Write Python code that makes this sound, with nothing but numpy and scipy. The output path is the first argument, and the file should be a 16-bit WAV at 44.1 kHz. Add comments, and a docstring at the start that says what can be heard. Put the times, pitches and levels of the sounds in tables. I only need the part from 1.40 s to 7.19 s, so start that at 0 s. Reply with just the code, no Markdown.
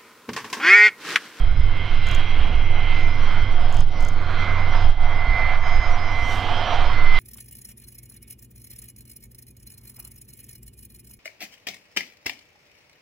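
"""A twin-engined business jet taxis past at idle, heard across an airfield from behind the fence.
Compressor and turbine tones follow the engine speed and fade in and out in the moving air.
Shaped noise makes the engines' roar, rush and hiss; a smeared fan tone and a drone sound within it.
Wind buffets the microphone as low noise. Close by, runs of ticks on ringing modes rattle three times,
a few lone ticks fall, and a soft band of high hiss swells once."""
import sys
import numpy as np
from scipy import signal
from scipy.fft import rfft, irfft, next_fast_len
from scipy.io import wavfile
from scipy.ndimage import uniform_filter1d

SR = 44100
rng = np.random.default_rng(int(sys.argv[2]) if len(sys.argv) > 2 else 0)


def file_out(sig):
    """Save sig as 16-bit WAV at sys.argv[1]."""
    # one column per channel
    cols = np.atleast_2d(sig).T
    # limit, then scale
    lim = np.clip(cols, -1, 1)
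    pcm = np.round(lim * 32767).astype(np.int16)
    wavfile.write(sys.argv[1], SR, pcm)


N = 255339
T = np.arange(N) / SR  # s
FROM_MIDDLE_S = T - T.mean()
IDLE_HZ = 2051  # strongest compressor tone at idle

# engine noise, relative levels: t/s, roar/dB, rush/dB, intake hiss/dB, fine hiss/dB
FLOW_LEVELS = [(0.0, -43, -45.5, -56, -56), (0.18, -48.5, -43.5, -53, -56.5), (0.73, -41, -37, -38, -44.5),
               (1.33, -39.5, -40.5, -44.5, -54.5), (1.54, -40.5, -36.5, -39, -44.5),
               (1.66, -39, -38.5, -49, -51), (1.86, -39.5, -35, -46.5, -47), (2.27, -39, -40.5, -50.5, -53),
               (2.45, -39, -44, -48.5, -51.5), (2.8, -40.5, -39, -60.5, -54), (3.02, -37, -30.5, -43, -45),
               (3.18, -37.0, -33.0, -53, -50.5), (3.4, -34.5, -36, -47.5, -45.5),
               (3.68, -35, -37, -53.5, -51), (4.06, -32, -31.5, -49, -48.0), (4.6, -34, -33.5, -49.5, -50),
               (5.05, -31, -33, -40, -44), (5.33, -24.5, -29.5, -37.5, -41), (5.63, -38, -32.5, -46, -49.5),
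               (5.79, -38, -32, -40.5, -38.5)]
# low end of the engines, relative levels: t/s, deep rumble/dB, upper rumble/dB, drone/dB
EXHAUST_LEVELS = [(0.0, -42, -49.0, -29.5), (0.55, -39, -45, -32.0), (1.1, -41, -43.5, -34.5),
                  (1.55, -37.5, -44.5, -29.5), (2.1, -40, -44.5, -32.5), (2.7, -39.5, -45, -35),
                  (3.15, -36.5, -42.5, -26), (3.7, -43.5, -47.5, -34.5), (4.5, -46.0, -46.5, -35),
                  (5.2, -41.0, -41.0, -34.0), (5.79, -44.5, -46, -38.5)]
# engine noise spectrum: f/Hz, relative density/dB per Hz
ENGINE_SPECTRUM = [(150, -8), (320, -6.5), (430, -10.5), (600, -6), (850, -3), (1080, 1.5), (1450, -5.5),
                   (1850, -11), (2550, -9), (3100, -6), (3800, -15.5), (4700, -23), (6000, -35.5),
                   (10000, -55.5), (15000, -54.5)]


def from_db(db):
    """Decibels to amplitude gain."""
    return 10 ** (np.asarray(db) / 20)


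def rms_one(x):
    """Scale to unit rms."""
    return x / np.sqrt(np.mean(x ** 2) + 1e-20)


def in_time(rows):
    """Columns of a time table, interpolated at every sample."""
    s, *columns = np.transpose(rows)
    return [np.interp(T, s, c) for c in columns]


def hump(s, rise_s, fall_s):
    """Gaussian bump of height 1 at time s; 1/e half widths before and after it."""
    return np.exp(-((T - s) / np.where(T < s, rise_s, fall_s)) ** 2)


def drift(rate_hz):
    """Slow random signal of about unit rms: white noise through a two-pole low-pass at rate_hz."""
    step = 40  # samples between drawn values
    r = np.exp(-2 * np.pi * step * rate_hz / SR)
    white = rng.standard_normal(N // step + 2002)
    slow = signal.lfilter([1], [1, -2 * r, r * r], white)[2000:]  # filter settled
    return np.interp(np.arange(N) / step, np.arange(len(slow)), rms_one(slow))


def noise(spectrum, low_hz, high_hz):
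    """Gaussian noise of the given spectrum between two soft edges; rms 1."""
    size = next_fast_len(N, real=True)
    hz = np.maximum(np.fft.rfftfreq(size, 1 / SR), .5)
    point_hz, point_db = np.transpose(spectrum)
    gain = from_db(np.interp(np.log(hz), np.log(point_hz), point_db))
    edges = (1 + (low_hz / hz) ** 20) * (1 + (hz / high_hz) ** 20)
    shaped = rfft(rng.standard_normal(size)) * gain / np.sqrt(edges)
    return rms_one(irfft(shaped)[:N])


def tone(hz, flutter, flutter_hz):
    """Sine on a pitch track plus the part that turbulence scatters in both quadratures; rms 1."""
    phase = 2 * np.pi * (np.cumsum(hz * np.ones(N)) / SR + rng.random())
    in_phase = (1 + flutter * drift(flutter_hz)) * np.cos(phase)
    quadrature = flutter * drift(flutter_hz) * np.sin(phase)
    return rms_one(in_phase + quadrature)


def blade_tones(tones, speed, partner_db, flutter, fade_db, twinkle_db):
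    """Each tone has a faint partner 0.4% higher; the tones beam and fade separately."""
    out = np.zeros(N)
    for hz, db, turn_db_per_s in tones:
        strong = tone(hz * speed, flutter, flutter_hz=6.7)
        partner = tone(hz * speed * 1.004, flutter, flutter_hz=14)
        # eddies make the tone come and go, slowly and quickly
        air_db = fade_db * drift(1.0) + twinkle_db * np.tanh(drift(8.9))
        level_db = db + turn_db_per_s * FROM_MIDDLE_S + air_db
        out += from_db(level_db) * rms_one(strong + from_db(partner_db) * partner)
    return out


def whine(speed):
    """Compressor and turbine stages follow engine speed; the upper tones surge with the fine hiss."""
    # strength of the main tones as the air carries them: t/s, level/dB
    main_curve = [(0.0, -52), (0.27, -48.0), (0.41, -39.5), (0.58, -44), (0.88, -38), (1.04, -45),
                  (1.58, -33), (1.85, -42), (2.1, -41), (2.4, -59.5), (2.58, -43), (2.92, -49.5),
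                  (3.02, -34), (3.26, -36.5), (3.48, -44.5), (4.02, -30), (4.55, -38.5), (4.84, -31.5),
                  (5.05, -43.5), (5.42, -44), (5.6, -35.5), (5.79, -31)]
    # strength of the highest tones: t/s, turbine level/dB, top level/dB (relative)
    whistle_curve = [(0.0, -66.5, -81), (0.7, -64, -69.5), (1.38, -69.5, -74.5), (1.55, -60.5, -64),
                     (1.9, -59, -69.5), (2.35, -63, -69), (2.8, -63, -70), (3.0, -68, -65),
                     (3.45, -55, -63.5), (3.7, -67, -72), (4.35, -57, -62), (4.7, -55, -57.5),
                     (5.1, -56, -57), (5.5, -54.5, -63), (5.79, -60, -72)]
    # tones at idle speed: f/Hz, relative level/dB, change as the jet turns/dB per s
    main_tones = [(2051, 2.5, 0), (2021, -15.5, -1), (2149, -7, -1.5), (2345, -12, 0.5), (2508, -26, -5.5),
                  (2120, -16, -1.5)]
    upper_tones = [(3226, -4, 0), (3062, -7.5, -.3), (3158, -13, -2), (2794, -14, .5), (3512, -20, 0),
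                   (3935, -16, 0), (4102, -18, 0)]
    turbine_tones = [(5052, -2, 0), (4338, -5, .2)]
    top_tones = [(5768, -1.5, 0), (6487, -13, 0), (7171, -30, 0), (7849, -30, 0)]

    main_db, = in_time(main_curve)
    turbine_db, top_db = in_time(whistle_curve)
    fine_db = in_time(FLOW_LEVELS)[-1]
    # level at mid-pass, trend as the jet turns, surges of the fine hiss
    upper_db = -45 - 0.43 * FROM_MIDDLE_S + (fine_db - fine_db.mean())

    main = from_db(main_db) * blade_tones(
        main_tones, speed, partner_db=-19.5, flutter=0.17, fade_db=1.06, twinkle_db=2.0)
    # unsteady flow over the blades spreads a hoarse skirt around the strongest tone
    skirt = from_db(main_db - 17) * tone(IDLE_HZ * speed, flutter=4, flutter_hz=70)
    upper = from_db(upper_db) * blade_tones(
        upper_tones, speed, partner_db=-22.5, flutter=0.26, fade_db=3.5, twinkle_db=3.5)
    turbine = from_db(turbine_db + 4.5) * blade_tones(
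        turbine_tones, speed, partner_db=-24.5, flutter=0.41, fade_db=2.5, twinkle_db=4.0)
    top = from_db(top_db + 5.5) * blade_tones(
        top_tones, speed, partner_db=-22.5, flutter=0.34, fade_db=-2.0, twinkle_db=6.0)
    return main + skirt + upper + turbine + top


def engine_noise(speed):
    """Turbulent flow in noise bands that the air carries unequally, plus the smeared fan tones."""
    roar_db, rush_db, intake_db, fine_db = in_time(FLOW_LEVELS)
    rumble_db = in_time(EXHAUST_LEVELS)[1]

    low_roar_db = (roar_db + rumble_db) / 2 - 5  # between the rumble and the roar
    low_roar = from_db(low_roar_db) * noise(ENGINE_SPECTRUM, 447, 616)
    roar = from_db(roar_db - 3.5 + 0.6 * drift(8)) * noise(ENGINE_SPECTRUM, 637, 894)

    lean_db = 0.5 * FROM_MIDDLE_S  # the rush leans to its low side as the jet turns
    low_rush = from_db(lean_db - 3.5) * noise(ENGINE_SPECTRUM, 924, 1370)
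    high_rush = from_db(-lean_db - 3.0) * noise(ENGINE_SPECTRUM, 1353, 2317)
    rush = from_db(rush_db + 0.75 * drift(23)) * (low_rush + high_rush)

    intake = from_db(intake_db + 0.7 + 0.43 * drift(8)) * noise(ENGINE_SPECTRUM, 2150, 3130)
    fine = from_db(fine_db + 1.4 + 1.0 * drift(7)) * noise(ENGINE_SPECTRUM, 3410, 16000)

    # fan blades chop ragged inflow, which smears their tone and its octave into a narrow howl
    fan = from_db(roar_db - 5.0) * tone(718 * speed, flutter=2.2, flutter_hz=30)
    octave_db = -46.5 + 0.69 * (rush_db - rush_db.mean())  # follows part of the rush's surges
    octave = from_db(octave_db) * tone(1436 * speed, flutter=4.5, flutter_hz=41)

    total = low_roar + roar + rush + intake + fine + fan + octave
    return total * from_db(1.2 * drift(7.1))


def moving_air(x, scatter=0.062):
    """Eddies bend sound onto slightly longer paths that come and go, so its colour swirls."""
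    out = x.copy()
    for delay_s in (.0005, .0011, .0023):
        late_s = delay_s * (1 + 0.059 * drift(0.75))
        out += scatter * drift(0.92) * np.interp(T - late_s, T, x)
    return out


def exhaust():
    """Two bands of dull rumble, with a throbbing drone and a few weaker steady tones."""
    # tones beside the drone: f/Hz, level/dB
    hum_tones = [(107, -43.5), (253.5, -56), (507, -57.5)]
    deep_db, upper_db, drone_db = in_time(EXHAUST_LEVELS)
    deep = from_db(deep_db - 2.0) * noise(ENGINE_SPECTRUM, 73, 201)
    upper = from_db(upper_db + 0.13) * noise(ENGINE_SPECTRUM, 220, 480)
    drone = from_db(drone_db - 0.34) * tone(91.46, flutter=0.22, flutter_hz=7.7)
    hum = sum(from_db(db) * tone(hz, flutter=0.36, flutter_hz=2.1) for hz, db in hum_tones)
    return deep + upper + drone + hum


def wind():
    """Big eddies swell slowly at the microphone, small ones flutter, and each gust thuds."""
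    # wind spectrum: f/Hz, relative density/dB per Hz
    wind_spectrum = [(2, -8), (6, -10.5), (11, 6.5), (20, -9.5), (28, -12.5), (40, -22.5), (60, -19),
                     (80, -32), (120, -32), (170, -49), (300, -73)]
    # slow pressure swell, before limiting: t/s, relative level/dB
    breeze_curve = [(0.0, -14), (2.4, -11), (3.1, -19), (3.5, -7.5), (3.9, -19), (4.4, -11.5), (4.9, -22),
                    (5.3, -19), (5.65, -6.5)]
    # gust thuds: t/s, level/dB, 1/e half width/s
    gusts = [(0.03, -21, .05), (0.2, -20, .07), (0.72, -23, .04), (1.0, -21, .03), (1.15, -20, .04),
             (2.01, -24, .04), (2.22, -23, .03), (2.4, -18, .03), (3.45, -24, .04), (3.9, -23, .05),
             (4.07, -24, .04), (4.37, -21, .03), (5.45, -25, .07)]

    swell_db, = in_time(breeze_curve)
    swell = noise(wind_spectrum, 3.8, 24)
    local_power = uniform_filter1d(swell ** 2, size=SR // 5)
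    swell = swell / np.sqrt(local_power + 0.041)  # evened out, so the curve sets the level
    swell = .5 * np.tanh(from_db(swell_db) * swell / .5)  # soft limit at 0.5

    flutter_gain = from_db(-31 + 1.6 * drift(5.7))  # small eddies between the gusts
    gust_gain = sum(from_db(db) * hump(s, half_s, half_s) for s, db, half_s in gusts)
    return swell + (flutter_gain + gust_gain) * noise(wind_spectrum, 27.0, 400)


def rattles():
    """Runs of ticks, each a sharp click then grit, drive the ringing modes of a small bright body."""
    # starts of the rattles: t/s, relative level/dB
    rattle_starts = [(.6695, 0), (2.3257, -2), (2.6065, -2)]
    # ticks of one rattle: delay/s, relative level/dB, length/s
    run_ticks = [(-.007, -14, .0015), (0, 1, .001), (.006, -10, .003), (.0175, -2, .0025),
                 (.025, -13, .002), (.043, 1, .003), (.058, -17, .018), (.0775, 0, .003), (.081, 0, .002)]
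    # lone faint ticks: t/s, relative level/dB
    lone_ticks = [(.372, -21), (1.888, -16), (2.021, -15), (2.466, -31)]
    # ringing modes: f/Hz, width/Hz, relative level/dB
    ring_modes = [(6390, 430, 2), (7800, 1300, -8.5), (9000, 570, -10.5), (10700, 1200, -18.5),
                  (12000, 1100, -15.5), (14100, 900, -22)]

    ticks = []
    for start_s, rattle_db in rattle_starts:
        for delay_s, db, length_s in run_ticks:
            ticks.append((start_s + delay_s, rattle_db + db, length_s))
    ticks += [(s, db, .001) for s, db in lone_ticks]

    scrape, clicks, out = np.zeros(N), np.zeros(N), np.zeros(N)
    for s, db, length_s in ticks:
        at = int(s * SR)
        age = np.arange(SR // 20) / max(length_s * SR, 2)  # in tick lengths
        grit = np.exp(-age ** 2) + .11 * np.exp(-age / 5)  # burst and faint tail
        scrape[at:at + len(age)] += from_db(db) * grit
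        clicks[at] = from_db(db + 15)
    force = scrape * rng.standard_normal(N) + clicks + 1e-18

    for k, (hz, width_hz, db) in enumerate(ring_modes):
        r = np.exp(-np.pi * width_hz / SR)
        zeros = np.array([1, 0, -1]) * (1 - r * r) / 2
        poles = [1, -2 * r * np.cos(2 * np.pi * hz / SR), r * r]
        out += (-1) ** k * from_db(db) * signal.lfilter(zeros, poles, force)  # alternate signs
    high_pass = signal.butter(2, 4500, "high", fs=SR, output="sos")
    return from_db(-26.5) * signal.sosfilt(high_pass, out)


def soft_hiss():
    """High noise rises and falls exponentially around one peak."""
    # hiss spectrum: f/Hz, relative density/dB per Hz
    soft_spectrum = [(4000, -10), (6500, 0), (9000, -5), (11000, -11), (13000, -11), (14100, -6.5),
                     (15200, -23)]
    peak_s, peak_db, decay_s = 4.935, -51, .088
    swell = np.exp(-np.abs((T - peak_s) / decay_s))
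    return from_db(peak_db) * swell * noise(soft_spectrum, 4500, 16000)


def scene():
    """One image leans to the right over microphone hiss; the engine sound dips in level three times."""
    # engine speed as pitch of the strongest compressor tone: t/s, f/Hz
    spool_curve = [(0.0, 2067), (0.55, 2066.5), (1.1, 2071), (1.8, 2059.5), (2.4, 2053.5), (3.1, 2059),
                   (4.2, 2047.5), (5.0, 2052), (5.79, 2051)]
    # brief level dips in the engine sound: t/s, depth/dB, fall/s, recovery/s
    dips = [(2.44, 5.5, 0.017, 0.098), (3.561, 9.5, 0.057, 0.058), (4.19, 6.5, 0.044, 0.042)]
    # microphone hiss spectrum: f/Hz, relative density/dB per Hz
    mic_spectrum = [(3000, -13), (10000, 6.5), (14000, 4), (16000, -8)]

    speed = in_time(spool_curve)[0] / IDLE_HZ * (1 + 0.00028 * drift(4))  # 1 at idle
    dip_db = sum(depth_db * hump(s, fall_s, recovery_s) for s, depth_db, fall_s, recovery_s in dips)
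    engines = from_db(-dip_db) * (whine(speed) + moving_air(engine_noise(speed)) + exhaust())
    wind_fade = np.minimum(1, np.minimum(T, T[-1] - T) / .015)  # 15 ms at both ends
    sound = engines + wind_fade * wind() + rattles() + soft_hiss()
    mic_hiss = np.array([noise(mic_spectrum, 3000, 16000) for channel in range(2)])
    return sound * from_db([[-4.1], [2.8]]) + from_db(-82) * mic_hiss  # left, right


def record(dry):
    """The highest peaks are rounded towards 0.95; a steep low-pass cuts the top, 70 dB by 16.7 kHz."""
    rounded = dry / (1 + (dry / .95) ** 8) ** (1 / 8)
    low_pass = signal.cheby2(14, 70, 16700, fs=SR, output="sos")
    return signal.sosfilt(low_pass, rounded)


dry = scene()
out = record(dry)
file_out(out)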